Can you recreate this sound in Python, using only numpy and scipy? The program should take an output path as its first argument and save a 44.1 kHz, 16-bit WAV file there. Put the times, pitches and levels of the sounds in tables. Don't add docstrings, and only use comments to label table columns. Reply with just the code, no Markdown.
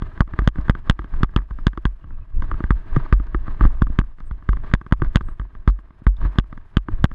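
import sys
import numpy as np
from scipy import signal
from scipy.fft import rfft, irfft, next_fast_len
from scipy.io import wavfile
from scipy.ndimage import uniform_filter1d

SR = 44100
rng = np.random.default_rng(int(sys.argv[2]) if len(sys.argv) > 2 else 0)


def wav_record(signal):
    frames = np.transpose(np.atleast_2d(signal))
    bounded = np.clip(frames, -1, 1)
    quanta = np.round(bounded * 32767).astype(np.int16)
    wavfile.write(sys.argv[1], SR, quanta)


def gain_from_decibels(decibels):
    exponent = np.asarray(decibels, float) / 20
    return 10 ** exponent


N = 314874

# t/s, nominal click level/dB, brightness above 2500 Hz/dB, air push/full scale, sway drive/full scale
JOLTS = [(0.021, -23.5, -13.5, 0.23, 0.096), (0.206, -5.5, -42, 1.38, 0.18),
         (0.3895, -13.5, -13.5, 0.39, 0.31), (0.4187, -32, -20, -0.098, -0.19),
         (0.4752, -9.5, -3, 1.59, 0.064), (0.5844, -29.5, -18, -0.23, 0.22), (0.6963, -7, -6, 1.6, 0.16),
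         (0.8975, -5, -3.5, 1.61, 0.13), (0.9911, -21, -13, -0.0084, -0.13),
         (1.207, -34, -43, -0.099, -0.068), (1.232, -8.5, -10.5, 0.96, 0.15),
         (1.3623, -11.5, -7, 0.8, 0.32), (1.5084, -30, -22, 0.01, 0.14), (1.668, -10, -7, 1.14, 0.2),
         (1.7748, -20.5, -12, -0.051, -0.08), (1.8534, -14, -7, 0.57, 0.3), (2.5142, -16, -40, 0.021, 0.12),
         (2.541, -30, -30, 0.034, -0.14), (2.6042, -23.5, -44, -0.16, 0.05),
         (2.6394, -22.5, -24, 0.23, 0.19), (2.7061, -11, -15, 0.74, 0.51),
         (2.9627, -15.5, -11, -0.1, 0.083), (3.1258, -9.5, -16.5, 0.68, 0.78),
         (3.199, -29.5, -32, -0.065, -0.13), (3.346, -16.5, -32, -0.1, -0.27),
         (3.609, -13, -47, -0.15, -0.44), (3.6382, -21.5, -37, 0.014, 0.41),
         (3.651, -17.5, -14, -0.48, 0.039), (3.82, -10, -12.5, 1.04, 0.32), (3.9, -42, -11, -0.12, 0.14),
         (3.9884, -9.5, -10, 1.04, 0.25), (4.311, -29.5, -18, 0.032, 0.17),
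         (4.4897, -16.5, -16.5, 0.28, 0.53), (4.531, -22.5, -23, 0.06, 0.065),
         (4.7375, -6, -10.5, 1.52, 0.14), (4.9235, -10, -10.5, 1.26, 0.19),
         (5.0193, -15, -24, -0.033, -0.17), (5.1577, -6.5, -2, 1.65, 0.18),
         (5.3969, -27.5, -14.5, 0.043, 0.2), (5.6764, -13.5, -16.5, 0.6, 0.77),
         (6.019, -51, -32, -0.04, 0.01), (6.0668, -13, -16.5, 0.45, 0.87),
         (6.2152, -28.5, -55, -0.029, 0.041), (6.25, -28.5, -30, 0.018, -0.38),
         (6.3855, -9, -5, 1.19, 0.19), (6.769, -12, -6, 1.12, 0.18), (6.885, -19, -44, -0.09, -0.052),
         (7.042, -8, -4.5, 1.68, -0.053)]
# t/s, nominal click level/dB
LIGHT_TAPS = [(0.176, -33.5), (0.2763, -37.5), (0.3361, -27), (0.5573, -31.5), (0.682, -24),
              (0.7512, -25.5), (0.874, -33), (1.0185, -36.5), (1.0427, -32), (1.1384, -30), (1.2918, -42),
              (1.338, -39.5), (1.377, -32), (1.387, -28), (1.404, -40), (1.418, -41), (1.587, -31.5),
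              (1.732, -37), (2.0418, -38), (2.1066, -40.5), (2.4218, -25.5), (2.441, -35.5),
              (2.9669, -22.5), (3.271, -42.5), (3.4687, -36), (3.48, -24.5), (3.594, -37), (3.869, -28),
              (4.0132, -27.5), (4.039, -42), (4.185, -42), (4.2039, -35.5), (4.424, -41), (4.5692, -31),
              (4.645, -33.5), (4.714, -32), (4.8134, -30.5), (4.8641, -30), (4.911, -37.5), (4.999, -40),
              (5.037, -36), (5.047, -28.5), (5.1485, -27.5), (5.2092, -24), (5.2859, -30.5), (5.4147, -37),
              (5.551, -36.5), (5.6964, -29), (5.789, -40), (5.906, -42), (6.185, -50), (6.3573, -31.5),
              (6.441, -44.5), (6.527, -29), (6.5758, -33), (7.114, -31)]
# f/Hz, level/dB, t60/s
SHELL_MODES = [(321, -3, 0.032), (627, -17.5, 0.019), (970, 5.5, 0.01), (1158.5, 9.5, 0.012),
               (1544, 3.5, 0.014), (1822, 8, 0.0062), (2740, 10.5, 0.004), (3270, -3.5, 0.013),
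               (4540, -8.5, 0.0044), (5750, -10, 0.0035), (6300, -16.5, 0.0099), (8200, -28.5, 0.0046),
               (12720, -25.5, 0.0087)]

DAMPING_PER_PUSH = 0.5
OVERLOAD = 1.093
CALM_RUSTLE_DB = -61.5


def evened(x):
    return x / np.sqrt(np.mean(x ** 2) + 1e-20)


def add(mix, s, sound):
    part = mix[max(round(s * SR), 0):][:len(sound)]
    part += sound[:len(part)]


def flicker(seconds):
    span = max(round(seconds * SR), 1)
    smooth = uniform_filter1d(rng.standard_normal(N), span)
    return evened(uniform_filter1d(smooth, span))


def coloured(points):
    size = next_fast_len(N)
    f, db = np.transpose(points)
    log_f = np.log(np.fft.rfftfreq(size, 1 / SR) + 1)
    gain = gain_from_decibels(np.interp(log_f, np.log(f + 1), db))
    return evened(irfft(rfft(rng.standard_normal(size)) * gain, size)[:N])


def shell(bright_db, luck, pushed=0):
    dull_hz, bright_hz = 1350, 2500
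    spread_db, detune = 2.8, 0.036
    down_lean_db = -4
    rise_cycles = 0.33
    hz, db, t60 = np.transpose(SHELL_MODES)[:, :, None]
    t = np.arange(1500) / SR
    brightness = np.clip((hz - dull_hz) / (bright_hz - dull_hz), 0, 1)
    db = db + bright_db * brightness + spread_db * luck[0][:, None]
    db = db + (pushed < 0) * down_lean_db * np.log2(np.minimum(hz / dull_hz, 2))
    t60 = t60 / (1 + DAMPING_PER_PUSH * max(pushed, 0))
    struck_hz = hz * (1 + detune * luck[1][:, None])
    modes = gain_from_decibels(db - 60 * t / t60) * np.sin(2 * np.pi * struck_hz * t)
    onset = (1 - np.exp(-t * hz / rise_cycles)) ** 2
    return (modes * onset).sum(0)


def clicks():
    tap_bright_db = -19.5
    drop_back_s, drop_back_db = 0.0115, -23
    rattle_t60, rattle_t60_per_sway = 0.028, 0.03
    rattle_db = -26.5
    out = np.zeros(N)
    t = np.arange(2600) / SR
    contacts = JOLTS + [(*tap, tap_bright_db, 0, 0) for tap in LIGHT_TAPS]
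    for s, db, bright_db, pushed, sway in contacts:
        spot = rng.standard_normal((2, len(SHELL_MODES)))
        ring = shell(bright_db, spot, pushed)
        gain = gain_from_decibels(db) / np.sqrt(np.mean(ring[:66] ** 2))
        add(out, s, 0.39 * gain * ring)
        add(out, s + 0.000626, 0.66 * gain * ring)
        if pushed > 0.5:
            add(out, s + drop_back_s, gain_from_decibels(drop_back_db) * gain * shell(bright_db, spot[::-1]))
        damping = 1 + DAMPING_PER_PUSH * max(pushed, 0)
        fade_db = -60 * t * damping / (rattle_t60 + rattle_t60_per_sway * abs(sway))
        grains = rng.standard_normal(len(t))
        rebounds = (abs(grains) > 2.7) * grains * gain_from_decibels(rattle_db + fade_db)
        dull_ring = shell((bright_db + tap_bright_db) / 2, spot[::-1], pushed)
        add(out, s + 0.00152, gain * signal.fftconvolve(rebounds, dull_ring))
    return out


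def thumps():
    push_s, push_lag_s = 0.0041, 0.00032
    sway_hz, sway_t60 = 45.3, 0.22
    bounce_hz, bounce_t60 = 132, 0.061
    tap_push_db = 5
    # t/s, starting size/full scale
    clip_bounces = [(2.9669, 0.8), (5.021, 0.31)]
    t = np.arange(SR // 2) / SR
    push = np.sin(np.pi * np.minimum(t / push_s, 1) ** 0.78) ** 2
    swing = gain_from_decibels(-60 * t / sway_t60) * np.cos(2 * np.pi * sway_hz * t)
    sway = signal.fftconvolve(push, swing)[:len(t)] / push.sum()
    bounce = gain_from_decibels(-60 * t / bounce_t60) * np.sin(2 * np.pi * bounce_hz * t)
    out = np.zeros(N)
    for s, _, _, pushed, swayed in JOLTS:
        add(out, s + push_lag_s, pushed * push + swayed * sway)
    for s, size in clip_bounces:
        add(out, s, -size * bounce)
    ways = rng.choice([-1, 1], len(LIGHT_TAPS))
    for (s, db), way in zip(LIGHT_TAPS, ways):
        add(out, s + push_lag_s, way * gain_from_decibels(db + tap_push_db) * push)
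    return out


def snaps():
    snap_hz, decay_s = 4200, 0.0002
    # t/s, peak level/dB
    loose_part = [(0.612, -43), (3.137, -32), (3.269, -44), (4.203, -45), (5.046, -43), (5.223, -50),
                  (5.687, -32.5), (5.7027, -38.5)]
    t = np.arange(100) / SR
    snap = np.exp(-t / decay_s) * np.sin(2 * np.pi * snap_hz * t)
    out = np.zeros(N)
    for s, db in loose_part:
        add(out, s, gain_from_decibels(db) * snap / snap.max())
    return out


def gusts(column, calm_db):
    rise_db_per_s, fall_db_per_s = 352.5, 449.5
    # start t/s, length/s, buffet gain level/dB, rustle gain level/dB
    gust_rows = [(0.036, 0.037, -18, -47.5), (0.06, 0.15, -25.5, -50.5), (0.306, 0.055, -19.5, -51),
                 (0.402, 0.05, -22.5, -44), (0.584, 0.015, -10, -42), (0.648, 0.023, -22, -46),
                 (0.762, 0.028, -17.5, -48), (0.863, 0.054, -20.5, -46), (0.98, 0.13, -33, -53),
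                 (1.136, 0.1, -18, -47.5), (1.314, 0.13, -27, -59.5), (1.514, 0.14, -22.5, -56),
                 (1.73, 0.18, -31, -59.5), (2.035, 0.21, -23, -64), (2.357, 0.2, -14.5, -62),
                 (2.43, 0.21, -22, -47.5), (2.595, 0.22, -20, -49.5), (2.864, 0.17, -18.5, -47.5),
                 (2.932, 0.17, -31, -43), (3.123, 0.84, -25, -52.5), (3.476, 0.056, -16, -43),
                 (3.623, 0.039, -8.5, -36.5), (3.758, 0.32, -26.5, -60.5), (4.19, 0.37, -31.5, -60),
                 (4.524, 0.075, -17.5, -50.5), (4.642, 0.082, -20.5, -45), (5.02, 0.047, -15, -48),
                 (5.114, 0.073, -26, -51.5), (5.2, 0.12, -23, -57.5), (5.416, 0.033, -25, -53.5),
                 (5.551, 0.21, -30.5, -71.5), (6.214, 0.019, -22, -47), (6.245, 0.014, -6.5, -38),
                 (6.328, 0.058, -41, -47.5), (6.523, 0.11, -30, -59.5), (6.755, 0.024, -28.5, -55),
                 (6.922, 0.0096, -9.5, -46), (6.963, 0.077, -16, -54), (7.124, 0.05, -25, -53)]
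    t = np.arange(N) / SR
    power = gain_from_decibels(calm_db) ** 2 * np.ones(N)
    for row in gust_rows:
        start, length = row[:2]
        early = np.maximum(start - t, 0)
        late = np.maximum(t - start - length, 0)
        power = power + gain_from_decibels(row[column] - rise_db_per_s * early - fall_db_per_s * late) ** 2
    return np.sqrt(power)


def wind():
    calm_buffet_db, lumpy_db = -36.5, 6
    # f/Hz, level/dB per Hz
    buffet_spectrum = [(10, -10.5), (18, 16.5), (35, -9.5), (90, -15), (200, -33), (400, -45.5),
                       (800, -71.5), (3000, -130)]
    lumps = gain_from_decibels(lumpy_db * np.tanh(flicker(0.014)))
    return gusts(column=2, calm_db=calm_buffet_db) * evened(coloured(buffet_spectrum) * lumps)


def seated():
    drop_db_per_push, recovery_s = -6.5, 0.072
    drop_db = np.zeros(N)
    t = np.arange(0, 4 * recovery_s, 1 / SR)
    for s, _, _, pushed, _ in JOLTS:
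        depth_db = drop_db_per_push * np.clip(pushed, 0, OVERLOAD)
        add(drop_db, s, depth_db * np.exp(-(t / recovery_s) ** 2))
    return gain_from_decibels(drop_db)


def rustle():
    ticks_per_s, ticks_db, clumpy_db = 500, -6, 2.2
    # f/Hz, level/dB per Hz
    rub_spectrum = [(180, -2.5), (255, -0.5), (325, 1), (400, -2.5), (535, -18), (635, -1.5), (760, -17.5),
                    (1000, -7), (1230, -6), (1420, -14), (1580, -5), (2200, -20), (3400, -26),
                    (4200, -29.5), (5400, -41.5), (8000, -44.5), (15000, -55.5)]
    clumps = gain_from_decibels(clumpy_db * flicker(0.012))
    rub = coloured(rub_spectrum)
    struck = rng.random(N) < ticks_per_s / SR
    size = gain_from_decibels(5.4 * np.minimum(rng.exponential(1, N), 4)) * struck * clumps
    spot = rng.integers(0, 8, N)
    luck = rng.standard_normal((8, 2, len(SHELL_MODES)))
    ticks = np.zeros(N)
    for k in range(8):
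        ticks += signal.oaconvolve(size * (spot == k), shell(-20.5, luck[k]))[:N]
    level = gusts(column=3, calm_db=CALM_RUSTLE_DB) * seated()
    return level * (evened(rub * clumps) + gain_from_decibels(ticks_db) * evened(ticks))


def hiss():
    calm_db, flicker_db = -72.5, 4
    follows = 0.36
    # f/Hz, level/dB per Hz
    hiss_spectrum = [(1200, -12), (2500, -17), (5040, -30), (5080, -13.5), (5120, -29.5), (10060, -31),
                     (10200, -15), (10340, -28.5), (15500, -32)]
    rise = gusts(column=3, calm_db=CALM_RUSTLE_DB) / gain_from_decibels(CALM_RUSTLE_DB)
    level = gain_from_decibels(calm_db + flicker_db * flicker(0.017)) * rise ** follows
    return level * coloured(hiss_spectrum)


def chirps():
    # t/s, length/s, f/Hz, fuzz width/Hz, rms level before the fades/dB
    notes = [(2.005, .05, 2850, 40, -68), (2.11, .06, 2570, 25, -72), (2.2, .065, 2560, 25, -72),
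             (2.325, .07, 2560, 25, -72), (6.163, .01, 3600, 300, -56), (4.25, .045, 8450, 300, -65),
             (5.2, .16, 8450, 300, -70)]
    out = np.zeros(N)
    for s, length, hz, width, db in notes:
        t = np.arange(round(length * SR)) / SR
        pole = np.exp(-np.pi * width / SR)
        wander = signal.lfilter([1], [1, -pole], rng.standard_normal(8000))[:len(t)]
        note = (1 + 0.27 * wander) * np.sin(2 * np.pi * hz * t)
        add(out, s, gain_from_decibels(db) * evened(note) * np.sqrt(np.hanning(len(t))))
    return out


def scene():
    near = clicks() + thumps() + snaps()
    return (near + wind() + rustle() + hiss() + chirps())[None]


def band_limit(x):
    return signal.sosfilt(signal.butter(12, 16085, fs=SR, output="sos"), x)


def record(dry):
    bass_cut_hz, treble_cut_hz = 20.5, 7000
    band = signal.butter(2, [bass_cut_hz, treble_cut_hz], "band", fs=SR, output="sos")
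    clipped = np.clip(dry, -OVERLOAD, OVERLOAD)
    mix = signal.sosfilt(band, clipped)
    return band_limit(mix)


dry = scene()
out = record(dry)
wav_record(out)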